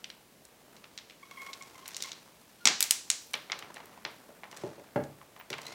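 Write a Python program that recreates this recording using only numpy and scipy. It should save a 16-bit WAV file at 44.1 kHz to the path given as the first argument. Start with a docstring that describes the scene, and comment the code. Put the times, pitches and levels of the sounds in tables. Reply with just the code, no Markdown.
"""Wooden beads on a copper wire above a plastic board in a quiet room, 5.7 s.
Scattered clacks (decaying knock trains through wood modes) open; squeaks (stick-slip tones) and rattles join
from 1.2 s. The loudest clacks fall at 2.6-3.1 s, the strongest table bumps (damped modes) at 4.6-5.0 s.
Clacks, bumps, rattles and squeaks close it. Hand rustle (grainy noise), room noise and hum run throughout."""
import sys
import numpy as np
from scipy import signal
from scipy.fft import rfft, irfft
from scipy.io import wavfile
from scipy.ndimage import uniform_filter1d

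SR = 44100
rng = np.random.default_rng(int(sys.argv[2]) if len(sys.argv) > 2 else 0)


def dump(signal):
    """Clip the signal to [-1, 1] and save it as 16-bit WAV at the path in sys.argv[1]."""
    limited = np.clip(np.atleast_2d(signal).T, -1, 1)
    pcm = np.round(limited * 32767).astype(np.int16)
    wavfile.write(sys.argv[1], SR, pcm)


N = 253129


def gain_of(db):
    """Amplitude factor of a level in dB."""
    return 10 ** (np.asarray(db) / 20)


def evened(x):
    """Scale to unit RMS."""
    return x / np.sqrt(np.mean(x ** 2) + 1e-20)


def read(points, hz):
    """Interpolate a (frequency, value) table over log frequency."""
    f, value = np.transpose(points)
    return np.interp(np.log(hz + 1), np.log(f + 1), value)


def add(mix, start_s, sound):
    """Mix a sound in at its start time, cut at the end of the mix."""
    part = mix[round(start_s * SR):][:len(sound)]
    part += sound[:len(part)]


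def band(x, lo_hz, hi_hz):
    """Band-pass, then unit RMS."""
    return evened(signal.sosfilt(signal.butter(2, [lo_hz, hi_hz], "band", fs=SR, output="sos"), x))


def highpass(x, order, hz):
    """Remove what lies below a frequency."""
    return signal.sosfilt(signal.butter(order, hz, "high", fs=SR, output="sos"), x)


# wood modes of a bead: (frequency [Hz], width [Hz], lift before scaling [dB])
BEAD_MODES = [(2155, 360, 6.5), (2930, 1700, 4), (4100, 370, 5.5), (5793, 270, 8.5), (6810, 630, 4.5),
              (7940, 570, 1), (7990, 160, 6), (11800, 270, 2.5)]


def wood_pulse(colour, lift_scale, size=1024):
    """Minimum-phase (shortest causal) pulse of a given spectrum, raised at the bead modes."""
    hz = abs(np.fft.fftfreq(size, 1 / SR))
    modes_db = sum(d / (1 + (2 * (hz - f) / w) ** 2) for f, w, d in BEAD_MODES)
    log_gain = (read(colour, hz) + lift_scale * modes_db) * np.log(10) / 20
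    return np.fft.ifft(np.exp(np.conj(signal.hilbert(log_gain)))).real[:size // 2]


# later knocks of a clack: (delay [first gaps], level before NEXT_KNOCKS_DB [dB])
LATER_KNOCKS = [(1, 0), (1.75, -3), (2.6, -9), (3.6, -14)]
NEXT_KNOCKS_DB = -4.5  # against the first knock
CHATTER_DB, CHATTER_RISE_S, CHATTER_DECAY_S = -17, 0.0005, 0.0028
TRAIN_SAMPLES = 700


def clack(peak_db, hz, low_db, high_db, gap_ms, luck):
    """The blow runs down the row of beads as quick knocks; the wood rings and chatters briefly."""
    upper_hz = min(1.7 * hz, hz + 2200, 11700)
    colour = [(120, low_db - 32), (400, low_db - 9.5), (1100, low_db),
              (0.87 * hz, -2), (hz, 0), (upper_hz, 0.15 * high_db),
              (12000, high_db), (17000, high_db - 3)]
    train = np.zeros(TRAIN_SAMPLES)
    train[0] = 1
    delay, db = np.transpose(LATER_KNOCKS)
    jitter = 1 + .06 * luck[:len(delay)] * (delay - 1)
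    at_ms = delay * np.clip(gap_ms, .1, 2.5) * jitter
    at = np.clip(at_ms * SR / 1000, 0, TRAIN_SAMPLES - 1).astype(int)
    np.add.at(train, at, gain_of(db + NEXT_KNOCKS_DB))
    t = np.arange(TRAIN_SAMPLES) / SR
    chatter_shape = (1 - np.exp(-t / CHATTER_RISE_S)) * np.exp(-t / CHATTER_DECAY_S)
    train += gain_of(CHATTER_DB) * luck * chatter_shape
    sound = np.convolve(train, wood_pulse(colour, lift_scale=0.81))
    sound *= gain_of(peak_db) / abs(sound).max()
    spread = wood_pulse(colour, lift_scale=0.33)
    return sound, spread * np.linalg.norm(sound) / np.linalg.norm(spread)


# bead clacks: (time [s], peak [dB], brightest [Hz], low part [dB], high part [dB],
#               gap to the next knock, capped at 2.5 [ms])
CLACKS = [(0.043, -24.5, 3020, -16, -31, 0.66), (0.1016, -29.5, 2970, -9, -28, 0.72),
          (0.452, -36, 7600, -17, -10, 0.73), (0.766, -39.5, 4260, -11, -23, 1.8),
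          (0.8419, -35.5, 2740, 0, -32, 1.63), (0.977, -25.5, 3770, -12, -24, 1.54),
          (0.9866, -30, 3800, -8, -38, 0.62), (1.0985, -38, 2450, -15, -25, 0.93),
          (1.108, -39.5, 2600, -12, -32, 0.78), (1.3115, -32.5, 2090, 7.5, -9.5, 1.17),
          (1.419, -30.5, 2120, 6, -6, 1.5), (1.4646, -32, 1980, 6, -16, 1.5),
          (1.5317, -28, 3740, -14, -26, 1.13), (1.536, -29, 3770, -26, -22, 1.75),
          (1.6235, -31, 6500, -20, -23, 0.56), (1.6334, -40, 5640, -2, -30, 1.2),
          (1.8577, -32.5, 3600, -3, -34, 1.3), (1.8795, -20, 9450, -15, -1, 0.4),
          (1.8868, -25.5, 9090, 5, 2, 2.3), (1.9457, -26, 4580, -31, -31, 1.55),
          (1.9667, -18.5, 6130, -21, -17, 1.1), (2.005, -29.5, 3530, -25, -20, 1.6),
          (2.0237, -17, 4600, -24, -13, 1.36), (2.0373, -26, 3700, -30, -20, 0.32),
          (2.059, -29, 2670, 1, -9, 1.3), (2.118, -24, 3730, -30, -31, 0.76),
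          (2.6552, -1, 5400, -12, -23.5, 0.9), (2.673, -1.5, 5060, -6, -25, 0.91),
          (2.8064, -1.5, 4260, -9.5, 0, 0.62), (2.8269, -2, 7330, -13.5, -5.5, 0.26),
          (2.909, 0.5, 7650, -19, -9, 0.59), (3.1016, -4.5, 7100, -18.5, -19, 0.76),
          (3.3351, -22, 9100, -8, -10.5, 0.67), (3.3398, -17.5, 2300, 1.5, -26, 1.06),
          (3.3411, -16.5, 3450, -7, -60, 2.2), (3.3516, -30, 3320, -3, -5, 1.5),
          (3.356, -45, 2360, -3, -45, 0.48), (3.4992, -27, 2110, 2, -44, 0.98),
          (3.5191, -15.5, 4000, -3.5, -39.5, 0.9), (3.528, -25, 2130, 1.5, -50, 0.92),
          (3.5905, -26.5, 3460, -15, -9, 0.75), (3.6249, -29.5, 1890, 0, -36, 0.96),
          (3.743, -32, 8300, -11, -12, 0.7), (3.7615, -34, 1810, 6, -32, 0.31),
          (3.7688, -30.5, 1830, 5.5, -41, 0.7), (3.803, -36, 1830, 9, -39, 2.7),
          (3.857, -33.5, 8000, -8, 4, 0.91), (3.976, -41, 1810, 14, -35, 1.15),
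          (4.0507, -18.5, 3400, 1.5, -44, 1.2), (4.4346, -31, 1900, 7, -45, 0.98),
          (4.4407, -35, 1810, 3, -37, 1), (4.5138, -33, 4780, -6, -11, 1.3),
          (4.5283, -34.5, 1830, 9, -40, 0.58), (4.566, -34, 5380, -7, -10, 2.2),
          (4.5719, -29.5, 7920, -1, -9, 1.2), (4.9606, -37.5, 1790, 29, -16, 0.68),
          (5.0382, -36, 6800, -4, -29, 1.5), (5.2145, -40, 1810, 13.5, -52, 0.61),
          (5.3639, -37.5, 1760, 8, -30, 1.6), (5.3998, -36.5, 1810, 1, -44, 1.33),
          (5.411, -37.5, 2080, 6, -49, 1.2), (5.503, -22, 3700, 2, -11, 2),
          (5.5297, -22.5, 2980, -3.5, -43, 1.35), (5.5381, -25, 2250, 5.5, -34, 1.9),
          (5.5848, -33.5, 1820, 2, -34, 0.95), (5.5892, -33.5, 1810, 11, -36, 1.1),
          (5.617, -29.5, 4310, -13, -7, 1.0), (5.6555, -36, 4010, 0, -9, 1.8),
          (5.6675, -26.5, 4010, -6, -9, 0.3), (5.68, -36, 3940, 0, -10, 0.63),
          (5.726, -38, 2240, -10, -24, 0.6)]
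# clack share reaching the walls, higher while the string is lifted clear of hands and board:
# (time [s], level [dB])
WALL_SHARE = [(0, -12.5), (1.1, -10), (1.55, -13), (2.0, -8.5), (2.66, -8), (3.1, -8), (3.4, -11.5),
              (4.1, -9.5), (5.74, -10)]


def beads():
    """Dry clacks and rattles; equal energy, smoother colour, goes at the wall share by turns to two places."""
    near, sent = np.zeros(N), np.zeros((2, N))
    rows = CLACKS + rattle()
    luck = rng.standard_normal((len(rows), TRAIN_SAMPLES))
    for k, ((s, *row), r) in enumerate(zip(rows, luck)):
        sound, spread = clack(*row, r)
        share_db = np.interp(s, *np.transpose(WALL_SHARE))
        add(near, s, sound)
        add(sent[k % 2], s, gain_of(share_db) * spread)
    return near, sent


# loose beads rattling faintly: (start [s], end [s], typical peak [dB], typical brightest [Hz])
RATTLES = [(1.32, 1.497, -41, 4500), (1.676, 1.845, -42.5, 4870), (1.85, 1.998, -35.5, 5000),
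           (2.033, 2.168, -36, 4500), (3.753, 3.821, -43, 1900), (4.517, 4.622, -41.5, 5000),
           (5.51, 5.599, -35, 2200), (5.623, 5.734, -37, 3000)]
TICKS_PER_RATTLE = 5
TICK_SPREAD_DB, TICK_SPREAD_OCTAVES = 0.5, 0.94  # level: plus or minus; pitch: full range
TICK_LOW_DB, TICK_HIGH_DB = -2, -14


def rattle():
    """Clack rows for ticks at random moments, each a little different in strength, pitch and gap."""
    rows = []
    luck = rng.random((len(RATTLES), TICKS_PER_RATTLE, 4))
    for (start, end, db, hz), ticks in zip(RATTLES, luck):
        for when, size, pitch, gap in ticks:
            s = start + when * (end - start)
            tick_db = db + TICK_SPREAD_DB * (2 * size - 1)
            tick_hz = hz * 2 ** (TICK_SPREAD_OCTAVES * (pitch - .5))
            rows.append((s, tick_db, tick_hz, TICK_LOW_DB, TICK_HIGH_DB, .5 + gap))
    return rows


# squeaks of a bead hole on the wire:
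# (time [s], fundamental peak [dB], pitch [Hz], length [s], octave overtone at the start [dB])
SQUEAKS = [(1.229, -47.5, 1098, 0.016, 5), (1.311, -47.5, 1106, 0.019, 4.5), (1.372, -47, 1080, 0.025, 7.5),
           (1.389, -52, 1093, 0.077, 11.5), (1.422, -48.5, 1090, 0.014, -7), (1.462, -45.5, 1107, 0.026, 5),
           (1.485, -46.5, 1096, 0.026, 6), (1.547, -59, 1075, 0.02, -17), (1.61, -47, 1087, 0.014, 8),
           (1.62, -54, 1096, 0.029, -12), (1.752, -51, 1070, 0.015, 4), (1.787, -53, 1040, 0.015, -17),
           (1.827, -50.5, 1063, 0.018, -5), (2.044, -47.5, 1076, 0.021, 8.5),
           (2.069, -50, 1103, 0.022, -10), (2.601, -56, 1420, 0.056, -8), (5.39, -51, 15182, 0.022, 2),
           (5.651, -60, 2000, 0.011, 16), (5.664, -51, 2030, 0.016, 13), (5.681, -50, 2090, 0.011, 2),
           (5.715, -51.5, 2144, 0.03, 0)]
THIRD_PARTIAL_DB, NEXT_PARTIAL_STEP_DB, OVERTONE_FADE_DB = -5.5, -12.5, -13
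WAVER_RAW_HZ = 190  # RMS before smoothing over 60 samples


def squeaks():
    """Stick-slip of the hole on the wire: short wavering tones whose overtones die first."""
    out = np.zeros(N)
    luck = rng.standard_normal((len(SQUEAKS), 2600))
    for (s, db, hz, length_s, second_db), r in zip(SQUEAKS, luck):
        u = np.minimum(np.arange(2600) / SR / length_s, 1)
        pitch_hz = hz + WAVER_RAW_HZ * uniform_filter1d(r, size=60)
        phase = 2 * np.pi * np.cumsum(pitch_hz) / SR
        overtones = gain_of(second_db) * np.sin(2 * phase)
        for k in range(4):
            partial_db = THIRD_PARTIAL_DB + k * NEXT_PARTIAL_STEP_DB
            overtones += gain_of(partial_db) * np.sin((k + 3) * phase)
        fits = 6 * hz < SR / 2  # otherwise fundamental only
        tone = np.sin(phase) + fits * gain_of(OVERTONE_FADE_DB * u) * overtones
        add(out, s, gain_of(db) * tone * np.sin(np.pi * u ** 0.63) ** 1.1)
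    return out


# table bumps: (time [s], peak [dB], favoured pitch [Hz], frame share [dB])
BUMPS = [(0.679, -48.5, 522.4, -23), (2.656, -28.5, 705, -40), (2.699, -36.5, 334, -35),
         (3.344, -41, 555, -26), (3.609, -48, 448, -22), (4.054, -40, 680, -31.5), (4.289, -45.5, 590, -27),
         (4.634, -28.5, 332, -28.5), (4.654, -44, 400, -28), (4.672, -42, 405, -29.5),
         (4.779, -39.5, 454, -33), (4.958, -17.5, 556, -23.5), (4.963, -25, 724, -29),
         (4.974, -27.5, 225, -23), (4.987, -33, 246, -28), (5.504, -32, 208, -20), (5.513, -43.5, 251, -21),
         (5.688, -50, 660, -26)]
# table-top modes: (frequency [Hz], width [Hz], level [dB])
TABLE_TOP = [(203, 92, -7), (267, 90, -11), (339, 84, 4), (440, 100, -6.5), (566, 89, 5), (701, 140, 2.5),
             (840, 110, -5), (1116, 320, 0.5), (1600, 600, 11)]
# slow modes of the table frame: (frequency [Hz], level [dB], T60 [s])
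TABLE_FRAME = [(141, 1, .85), (78, -3, .5)]
BLOW_MS, CONTACT_MS, CONTACT_DB = 5.4, 0.48, 0.5  # rough blow; short firm contact within it
PLACE_DB_PER_OCTAVE, TOP_LOWEST_HZ, FRAME_SWELL_S = -18, 146, 0.03


def bumps():
    """A soft rough blow shakes the damped table top; the frame swells and rings on."""
    out, t = np.zeros(N), np.arange(SR // 2) / SR
    luck = rng.standard_normal((len(BUMPS), 2500))
    frame = sum(gain_of(d - 60 * t / t60) * np.sin(2 * np.pi * f * t) for f, d, t60 in TABLE_FRAME)
    frame *= 1 - np.exp(-(t / FRAME_SWELL_S) ** 2)
    t_top = t[:3000]
    u = t[:2500] * 1000 / BLOW_MS
    v = np.maximum(u - .5, 0) * BLOW_MS / CONTACT_MS
    firm = v * np.exp(-3 * v)
    for (s, db, hz, frame_db), r in zip(BUMPS, luck):
        ring = np.zeros(3000)
        for f, w, d in TABLE_TOP:
            # place of the blow favours modes near its pitch
            mode_db = d + PLACE_DB_PER_OCTAVE * abs(np.log2(f / hz))
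            ring += gain_of(mode_db) * np.exp(-np.pi * w * t_top) * np.sin(2 * np.pi * f * t_top)
        rough = r * u ** 2 * np.exp(-3 * u)
        blow = rough / np.linalg.norm(rough) + gain_of(CONTACT_DB) * firm / firm.sum()
        sound = highpass(signal.oaconvolve(ring, blow), 2, TOP_LOWEST_HZ)
        add(out, s, gain_of(db) * sound / abs(sound).max())
        add(out, s, gain_of(db + frame_db) * frame)
    return out


# hand friction on wire and table:
# (time [s], low rumble [dB], middle rustle [dB], high hiss [dB])
HANDS = [(0.0, -63.5, -68, -72), (0.37, -71, -85, -75), (0.75, -63.5, -71, -72), (1.2, -69.5, -68, -82),
         (1.4, -58.5, -61, -62.5), (1.85, -59.5, -62, -70.5), (2.03, -58, -52, -72), (2.25, -63, -68, -70),
         (2.6, -69, -67, -70), (2.849, -61.5, -61, -70), (3.3, -67, -67, -61), (3.6, -53.5, -68, -75),
         (4.2, -60, -69, -68), (4.47, -61.5, -80, -71), (4.6, -53.5, -56, -87), (5.0, -63, -80, -66.5),
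         (5.48, -64.5, -76, -77), (5.64, -52.5, -59.5, -75), (5.74, -53, -54, -75)]
HAND_BANDS_HZ = [(130, 1390), (1300, 6600), (6500, 15600)]
GRAIN_RMS_DB = 8.3 / 2.76


def hands():
    """Grainy friction noise in three registers, each following its part of the movement."""
    s, *levels = np.transpose(HANDS)
    t = np.arange(N) / SR
    grain_db = GRAIN_RMS_DB * band(rng.standard_normal(N), 3.1, 120)
    noises = rng.standard_normal((3, N)) * gain_of(grain_db)
    return sum(gain_of(np.interp(t, s, db)) * band(noise, *edges)
               for db, noise, edges in zip(levels, noises, HAND_BANDS_HZ))


# reverberation: (frequency [Hz], T60 [s])
ROOM_T60 = [(200, 0.43), (800, 0.3), (2000, 0.31), (5500, 0.48), (10000, 0.32), (15000, 0.18)]
# reverberation colour: (frequency [Hz], level [dB])
ROOM_COLOUR = [(200, 0), (800, 7.5), (2500, 3), (6000, -3), (10000, -6), (15000, -1.5)]
WALL_MS, WALL_DB = 13, -6  # slightly scattered wall echo; energy against the tail


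def room(x):
    """Random-sign reflections from 5.4 ms on die band by band; one wall adds an echo."""
    taps = np.zeros(SR // 2)
    at = np.arange(240, len(taps) - 12, 12)
    taps[at + rng.integers(0, 12, len(at))] = rng.choice([-1., 1.], len(at))
    hz, t, z = signal.stft(taps, SR, nperseg=128)
    decay_db = read(ROOM_COLOUR, hz)[:, None] - 60 * t / read(ROOM_T60, hz)[:, None]
    tail = signal.istft(z * gain_of(decay_db), SR, nperseg=128)[1]
    tail /= np.linalg.norm(tail)
    echo = rng.standard_normal(40) * np.hanning(40)
    add(tail, WALL_MS / 1000, gain_of(WALL_DB) * echo / np.linalg.norm(echo))
    return signal.oaconvolve(x, tail)[:N]


# noise spectrum of room and electronics: (frequency [Hz], relative level per Hz [dB])
AIR_COLOUR = [(35, -43), (60, -13.5), (149, -8.5), (202, -5), (338, -8.5), (566, -9.5), (862, -15),
              (1010, -14.5), (1280, -20.5), (1440, -19.5), (2190, -17.5), (3120, -19.5), (16000, -26)]
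AIR_RMS_DB = -60.5
# hum: (frequency [Hz], RMS level [dB])
HUM = [(48.4, -84)]


def air():
    """Steady shaped noise of room and electronics, with a faint hum."""
    hz, t = np.fft.rfftfreq(N, 1 / SR), np.arange(N) / SR
    hum = sum(gain_of(db) * np.sqrt(2) * np.sin(2 * np.pi * f * t) for f, db in HUM)
    noise = irfft(rfft(rng.standard_normal(N)) * gain_of(read(AIR_COLOUR, hz)), N)
    return hum + gain_of(AIR_RMS_DB) * evened(noise)


def scene():
    """Sum the direct sources, their room reflections and the background."""
    near, sent = beads()
    squeak, bump = squeaks(), bumps()
    walls = room(sent[0] + gain_of(-10.0) * squeak) + room(sent[1] + gain_of(-6.5) * bump)
    # small objects radiate no deep bass
    close = highpass(near + squeak + bump + walls + hands(), 6, 95)
    return (close + air())[None]


TREBLE_EDGE_HZ = 16050


def record(dry):
    """Limit the treble with a steep linear-phase low-pass."""
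    lowpass = signal.firwin(255, TREBLE_EDGE_HZ, window=("kaiser", 8), fs=SR)
    return signal.oaconvolve(dry, lowpass[None], "same")


dry = scene()
out = record(dry)
dump(out)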